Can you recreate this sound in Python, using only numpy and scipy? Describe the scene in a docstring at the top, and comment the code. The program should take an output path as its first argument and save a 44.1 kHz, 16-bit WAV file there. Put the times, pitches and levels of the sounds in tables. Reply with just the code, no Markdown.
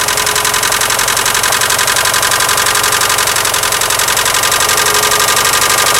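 """A four-cylinder petrol engine idles under an open bonnet, heard from close above. From the start, belt
hiss, a hollow drone, churning gear and the firing hum lie beneath three loose tappets, which clack in
every camshaft turn and ring the engine's metal; a duller knock fills the fourth beat. Near 2 s a clank
comes forward. After 3 s the speed sags, then picks up; at 4.7 s the microphone is bumped, and the drone
swells to its loudest just after. Throughout, a limiter holds the peaks."""
import sys
import numpy as np
from scipy import signal
from scipy.fft import rfft, irfft, next_fast_len
from scipy.io import wavfile
from scipy.ndimage import uniform_filter1d, minimum_filter1d, map_coordinates

SR = 44100
rng = np.random.default_rng(int(sys.argv[2]) if len(sys.argv) > 2 else 0)


def waveform_to_disk(signal):
    """Save audio, clipped to [-1, 1], as 16-bit WAV at the path in sys.argv[1]."""
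    frames = np.transpose(np.atleast_2d(signal))
    scaled = np.clip(frames, -1, 1) * 32767
    samples = np.round(scaled).astype(np.int16)
    wavfile.write(sys.argv[1], SR, samples)


N = 264159


def amp(db):
    """The decibel law: 20 dB is a factor of ten in amplitude."""
    return 10 ** (np.asarray(db) / 20)


def curves(rows):
    """Linear interpolation of each column after the time, one value a sample."""
    s, *columns = np.transpose(rows)
    return [np.interp(np.arange(N) / SR, s, column) for column in columns]


def swells(rows):
    """Amplitude modulation: the level follows a bell curve around each swell."""
    t = np.arange(N) / SR
    return amp(sum(db * np.exp(-((t - s) / width) ** 2) for s, width, db in rows))


def filtered(x, response):
    """Linear filtering multiplies the spectrum by a frequency response."""
    size = next_fast_len(N + SR // 2)
    return irfft(rfft(x, size) * response(np.fft.rfftfreq(size, 1 / SR)), size)[:N]


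def coloured(x, points):
    """Spectral shaping through (Hz, dB) points on a logarithmic frequency axis."""
    point_hz, db = np.transpose(points)
    return filtered(x, lambda hz: amp(np.interp(np.log(hz + 1), np.log(point_hz), db)))


def laid(times, sounds):
    """Superposition: one row of sounds starts at each time, and overlaps add."""
    index = np.round(times * SR).astype(int)[:, None] + np.arange(sounds.shape[1])
    inside = (index >= 0) & (index < N)
    return np.bincount(index[inside], sounds[inside], N)


def recurring(times, size, memory_s, fresh):
    """Correlated noise bursts: a slowly changing pattern plus a fresh share of power each time."""
    knots = np.arange(-1, N / SR + 1, .5)
    weight = np.exp(-((times[:, None] - knots) / memory_s) ** 2)
    weight /= np.linalg.norm(weight, axis=1, keepdims=True)
    kept = weight @ rng.standard_normal((len(knots), size))
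    return np.sqrt(1 - fresh) * kept + np.sqrt(fresh) * rng.standard_normal(kept.shape)


def modes(hz, t60, swell_cycles):
    """Damped oscillation: each mode builds over some cycles and decays by 60 dB in t60 seconds."""
    t = np.arange(SR // 6) / SR
    cycles = hz[:, None] * t
    decay = np.exp(-np.log(1000) * t / t60[:, None])
    return np.sin(2 * np.pi * cycles) * decay * (1 - np.exp(-cycles / swell_cycles))


def struck(times, shapes, db, scatter_db):
    """Impact excitation: every blow rings the modes with slightly new strengths."""
    strengths = amp(db + scatter_db * rng.standard_normal((len(times), len(shapes))))
    return laid(times, strengths @ shapes)


# The engine's climb, sag and recovery. Each row: time in seconds, crankshaft speed in rpm.
ENGINE_SPEED = [(0, 1303.2), (1.53, 1359.8), (3.078, 1386.3), (3.604, 1314.6), (4.689, 1405), (6, 1465)]
IDLE_RPM, FIRST_CLACK_S = 1370, .0804


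def camshaft():
    """Two-to-one gearing halves the crankshaft's speed; gives rows of (seconds, camshaft turns)."""
    s = np.arange(-.2, N / SR + .2, .001)
    turns_per_s = np.interp(s, *np.transpose(ENGINE_SPEED)) / 60 / 2
    turns = np.cumsum(turns_per_s) * (s[1] - s[0])
    return np.column_stack([s, turns - np.interp(FIRST_CLACK_S, s, turns)])


def passes(phase):
    """Rotation repeats events: the times at which the camshaft reaches a phase, given in turns."""
    s, turns = camshaft().T
    return np.interp(np.arange(np.ceil(turns[0]), np.floor(turns[-1])) + phase, turns, s)


def driven(rpm, idle_db, db_per_100_rpm):
    """A gain whose level in decibels is linear in engine speed."""
    return amp(idle_db + db_per_100_rpm * (rpm - IDLE_RPM) / 100)


# The belt's spectrum. Each row: frequency in Hz, relative spectral level in dB.
BELT_SPECTRUM = [(20, -13), (36, 3), (65, -3), (150, -5.5), (300, -1.5), (1000, 3), (2200, 2.5), (4500, -3),
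                 (7500, -2), (9400, 1.5), (10300, 0.5), (12000, -1), (13500, -8), (15700, -10)]


def belt_hiss():
    """Broadband noise: the running belt spreads its power over a continuous spectrum."""
    return coloured(rng.standard_normal(N), BELT_SPECTRUM)


def microphone_bump(s, width_s, hz, db, half_band_hz=20):
    """A soft impact on the microphone thuds as narrow-band noise under a bell envelope."""
    rumble = filtered(rng.standard_normal(N), lambda f: 1 / (1 + ((f - hz) / half_band_hz) ** 2))
    rumble /= np.sqrt(np.mean(rumble ** 2))
    return amp(db) * np.exp(-((np.arange(N) / SR - s) / width_s) ** 2) * rumble


# The drone's swells. Each row: centre in seconds, half width in seconds, boost in dB.
DRONE_BOOSTS = [(.33, 0.24, 7), (2.85, .35, 5), (5.02, 0.33, 12), (5.95, 0.32, 6.5)]


def drone(hz, waver_rad, db, knots_per_s=12):
    """Smooth random phase modulation makes a hollow tone waver as it swells and fades."""
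    t = np.arange(N) / SR
    knots = rng.standard_normal(int(N * knots_per_s / SR) + 4)
    wander = map_coordinates(knots, [t * knots_per_s])
    return amp(db) * swells(DRONE_BOOSTS) * np.sin(2 * np.pi * hz * t + waver_rad * wander)


# The hum's partials. Each row: multiple of the camshaft rate, relative level in dB.
FIRING_ORDERS = [(4, -4.5), (8, -4.5), (10, -4), (11, -9.5), (12, -3), (14, -9), (16, -10), (17, -30),
                 (20, -11.5), (24, -19), (26, -41), (28, -14.5)]


def firing_hum():
    """A harmonic series on the camshaft rate: four firings a turn and their uneven overtones."""
    turns, = curves(camshaft())
    return np.sqrt(2) * sum(amp(db) * np.sin(2 * np.pi * (round(order) * turns + rng.random()))
                            for order, db in FIRING_ORDERS)


# The moving parts' spectrum. Each row: frequency in Hz, relative spectral level in dB.
CHURN_SPECTRUM = [(100, -34), (180, -16), (300, -17.5), (420, -7), (600, -7.5), (800, -11.5), (1000, -5),
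                  (1500, -20.5), (2200, -16.5), (3500, -20), (6000, -45), (15000, -48)]


def churn():
    """Quasi-periodic noise: pistons, gears and pumps sound nearly alike in every turn."""
    times, window = passes(0), signal.windows.tukey(SR // 10, .26)
    bursts = window * recurring(times, len(window), memory_s=1.92, fresh=0.014)
    return coloured(laid(times, bursts), CHURN_SPECTRUM)


def resonances(rows, swell_cycles, scatter_db, accents=()):
    """Periodic excitation: each mode is struck once a turn, harder within 25 ms of an accent."""
    out = np.zeros(N)
    for phase, hz, t60, db, db_per_100_rpm in rows:
        times = passes(phase)
        rpm = np.interp(times, *np.transpose(ENGINE_SPEED))
        extra_db = db_per_100_rpm * (rpm - IDLE_RPM) / 100
        extra_db += sum(boost * (np.abs(times - s) < .025) for s, boost in accents)
        shape = modes(np.array([hz]), np.array([t60]), swell_cycles)
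        out += struck(times, shape, db + extra_db[:, None], scatter_db)
    return out


# The clank's resonances. Each row: phase in turns, frequency in Hz, t60 in seconds,
# relative level at idle in dB, change in dB per 100 rpm.
CLANK_MODES = [(.07, 1210, 0.028, 4.5, 4), (.26, 1030, 0.036, -4.5, -3), (.262, 1720, 0.03, 3.5, 2),
               (.316, 1530, .03, 3, -6), (.52, 2187, 0.023, -6.5, 16), (.55, 1215, 0.048, -2.5, -4)]
# The clank's swell. Each row: centre in seconds, half width in seconds, boost in dB.
CLANK_BOOSTS = [(1.9, 1, 5)]


def clank(db):
    """Short resonances answer the tappets in free vibration and come to the fore for a while."""
    return amp(db) * swells(CLANK_BOOSTS) * resonances(CLANK_MODES, swell_cycles=3, scatter_db=.7)


# The knock's lead-in, main blow and rebounds. Each row: phase in turns, frequency in Hz,
# t60 in seconds, relative level at idle in dB, change in dB per 100 rpm.
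KNOCK_MODES = [(.66, 634, 0.018, -4.5, 4), (.758, 624, 0.019, -4, 7.5), (.762, 712, 0.017, -3, 1),
               (.768, 950, 0.021, -1, 2), (.77, 1503, 0.019, -4.5, 3), (.81, 824, 0.026, -1.5, -1.5),
               (.826, 636, 0.036, -3, -1), (.83, 1580, 0.017, -4, 3), (.86, 1137, 0.026, -2.5, 5),
               (.9, 505, 0.026, -8, 4)]
# Knocks that land harder. Each row: time in seconds, boost in dB.
HARD_KNOCKS = [(.7, 4.5), (1.5, 7), (2.03, 2), (5.84, 2)]


def knock(db):
    """Heavy damping of midrange modes makes a dull knock on the fourth beat."""
    return amp(db) * resonances(KNOCK_MODES, swell_cycles=1.2, scatter_db=1.2, accents=HARD_KNOCKS)


# The three tappets. Each row: phase in turns, then rise time, hold time and t60 in seconds.
TAPPETS = [(.004, 0.00037, 0.006, 0.042), (.251, 0.00022, 0.0049, 0.057), (.502, 0.0021, 0.0039, 0.053)]
# Their rattles' spectra. Each row: frequency in Hz, relative level in dB for each tappet in turn.
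RATTLE_SPECTRA = [(200, -20.5, -22, -27), (447, -15, -21, -13), (670, -9, -13.5, -15),
                  (1050, -5.5, -3.5, -7), (1770, -2, -3.5, -3.5), (2320, -5.5, -12, -7.5),
                  (3230, -7, -3.5, -7), (5050, -5, -7.5, -7), (5940, -3, -7, -5), (8240, -4.5, -9.5, -8.5),
                  (9200, -4.5, -10.5, -10.5), (10770, -5, -14.5, -7.5), (13600, -14, -22.5, -15),
                  (15900, -29, -24, -40)]


def tappet_rattle(scatter_db):
    """Impact noise: each tappet sets off a burst of its own colour that holds briefly, then decays."""
    t, spectra, out = np.arange(SR // 10) / SR, np.array(RATTLE_SPECTRA), np.zeros(N)
    for column, (phase, rise, hold, t60) in enumerate(TAPPETS, start=1):
        times = passes(phase)
        envelope = (1 - np.exp(-t / rise)) * np.exp(-np.log(1000) * np.maximum(t - hold, 0) / t60)
        force = amp(scatter_db * rng.standard_normal((len(times), 1)))
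        bursts = force * envelope * recurring(times, len(t), memory_s=1.03, fresh=0.2)
        out += coloured(laid(times, bursts), spectra[:, [0, column]])
    return out


# Modes of cover, head and heat shield. Each row: frequency in Hz, t60 in seconds,
# relative level in dB under each tappet in turn.
METAL_MODES = [(893, 0.044, -49, -8, -16), (1012.8, 0.12, -10.5, -22, -18.5), (1087, 0.036, -38, -42, -17),
               (1201.5, 0.12, -18, -17, -13.5), (1229, 0.076, -29, -12, -50), (1392, 0.17, -20.5, -29, -21),
               (1586, 0.09, -19, -13, -25), (1630, 0.054, -46, -34, -22), (1878, 0.077, -14, -41, -16),
               (2188, 0.038, -17.5, -14.5, -11.5), (2539, 0.071, -46, -16, -40),
               (2842, 0.039, -36, -23, -10), (3083, 0.049, -29, -22, -17), (3427, 0.068, -50, -25.5, -44),
               (3900, 0.065, -18, -16.5, -22.5), (4540, 0.021, -28, -43, -32),
               (5380, 0.031, -8, -38, -14.5), (6200, 0.021, -6.5, -20, -19),
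               (7700, 0.042, -11.5, -16.5, -30), (7780, 0.043, -15, -20, -22),
               (11200, 0.034, -33, -40, -24)]


def metal_ring():
    """Modal vibration: all tappets ring the same modes, with strengths set by where each one strikes."""
    hz, t60, *levels = np.transpose(METAL_MODES)
    polarity = (-1) ** np.arange(len(hz))[:, None]  # neighbouring modes swing against each other
    shapes = polarity * modes(hz, t60, swell_cycles=9.5)
    return sum(struck(passes(phase), shapes, db, scatter_db=0.7)
               for (phase, *_), db in zip(TAPPETS, levels))


def scene():
    """The sources superpose in one channel; engine speed sets the beat and most of the levels."""
    rpm, = curves(ENGINE_SPEED)
    ring_rpm = np.minimum(rpm, 1390)  # the metal rings no louder above this speed
    impacts = driven(rpm, idle_db=2, db_per_100_rpm=3.5) * tappet_rattle(scatter_db=0.74)
    impacts += driven(ring_rpm, idle_db=3.88, db_per_100_rpm=4.9) * metal_ring()
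    impacts += clank(db=-9) + knock(db=-9.5)
    background = driven(rpm, idle_db=-1.25, db_per_100_rpm=1.8) * churn()
    background += driven(rpm, idle_db=-35, db_per_100_rpm=.5) * firing_hum()
    background += drone(hz=422, waver_rad=0.42, db=-31)
    background += driven(rpm, idle_db=-19.5, db_per_100_rpm=0.78) * belt_hiss()
    thud = microphone_bump(s=4.72, width_s=0.043, hz=88, db=-30)
    return (background + thud + impacts)[None]


def record(dry):
    """Peak limiting dips the gain around each peak over the ceiling; a low-pass then limits the band."""
    ceiling, dip_samples, top_hz = .78, 15, 15850
    needed = np.minimum(1, ceiling / (np.abs(dry[0]) + 1e-9))
    gain = uniform_filter1d(minimum_filter1d(needed, dip_samples), dip_samples)
    return filtered(dry[0] * gain, lambda hz: hz < top_hz)[None]


dry = scene()
out = record(dry)
waveform_to_disk(out)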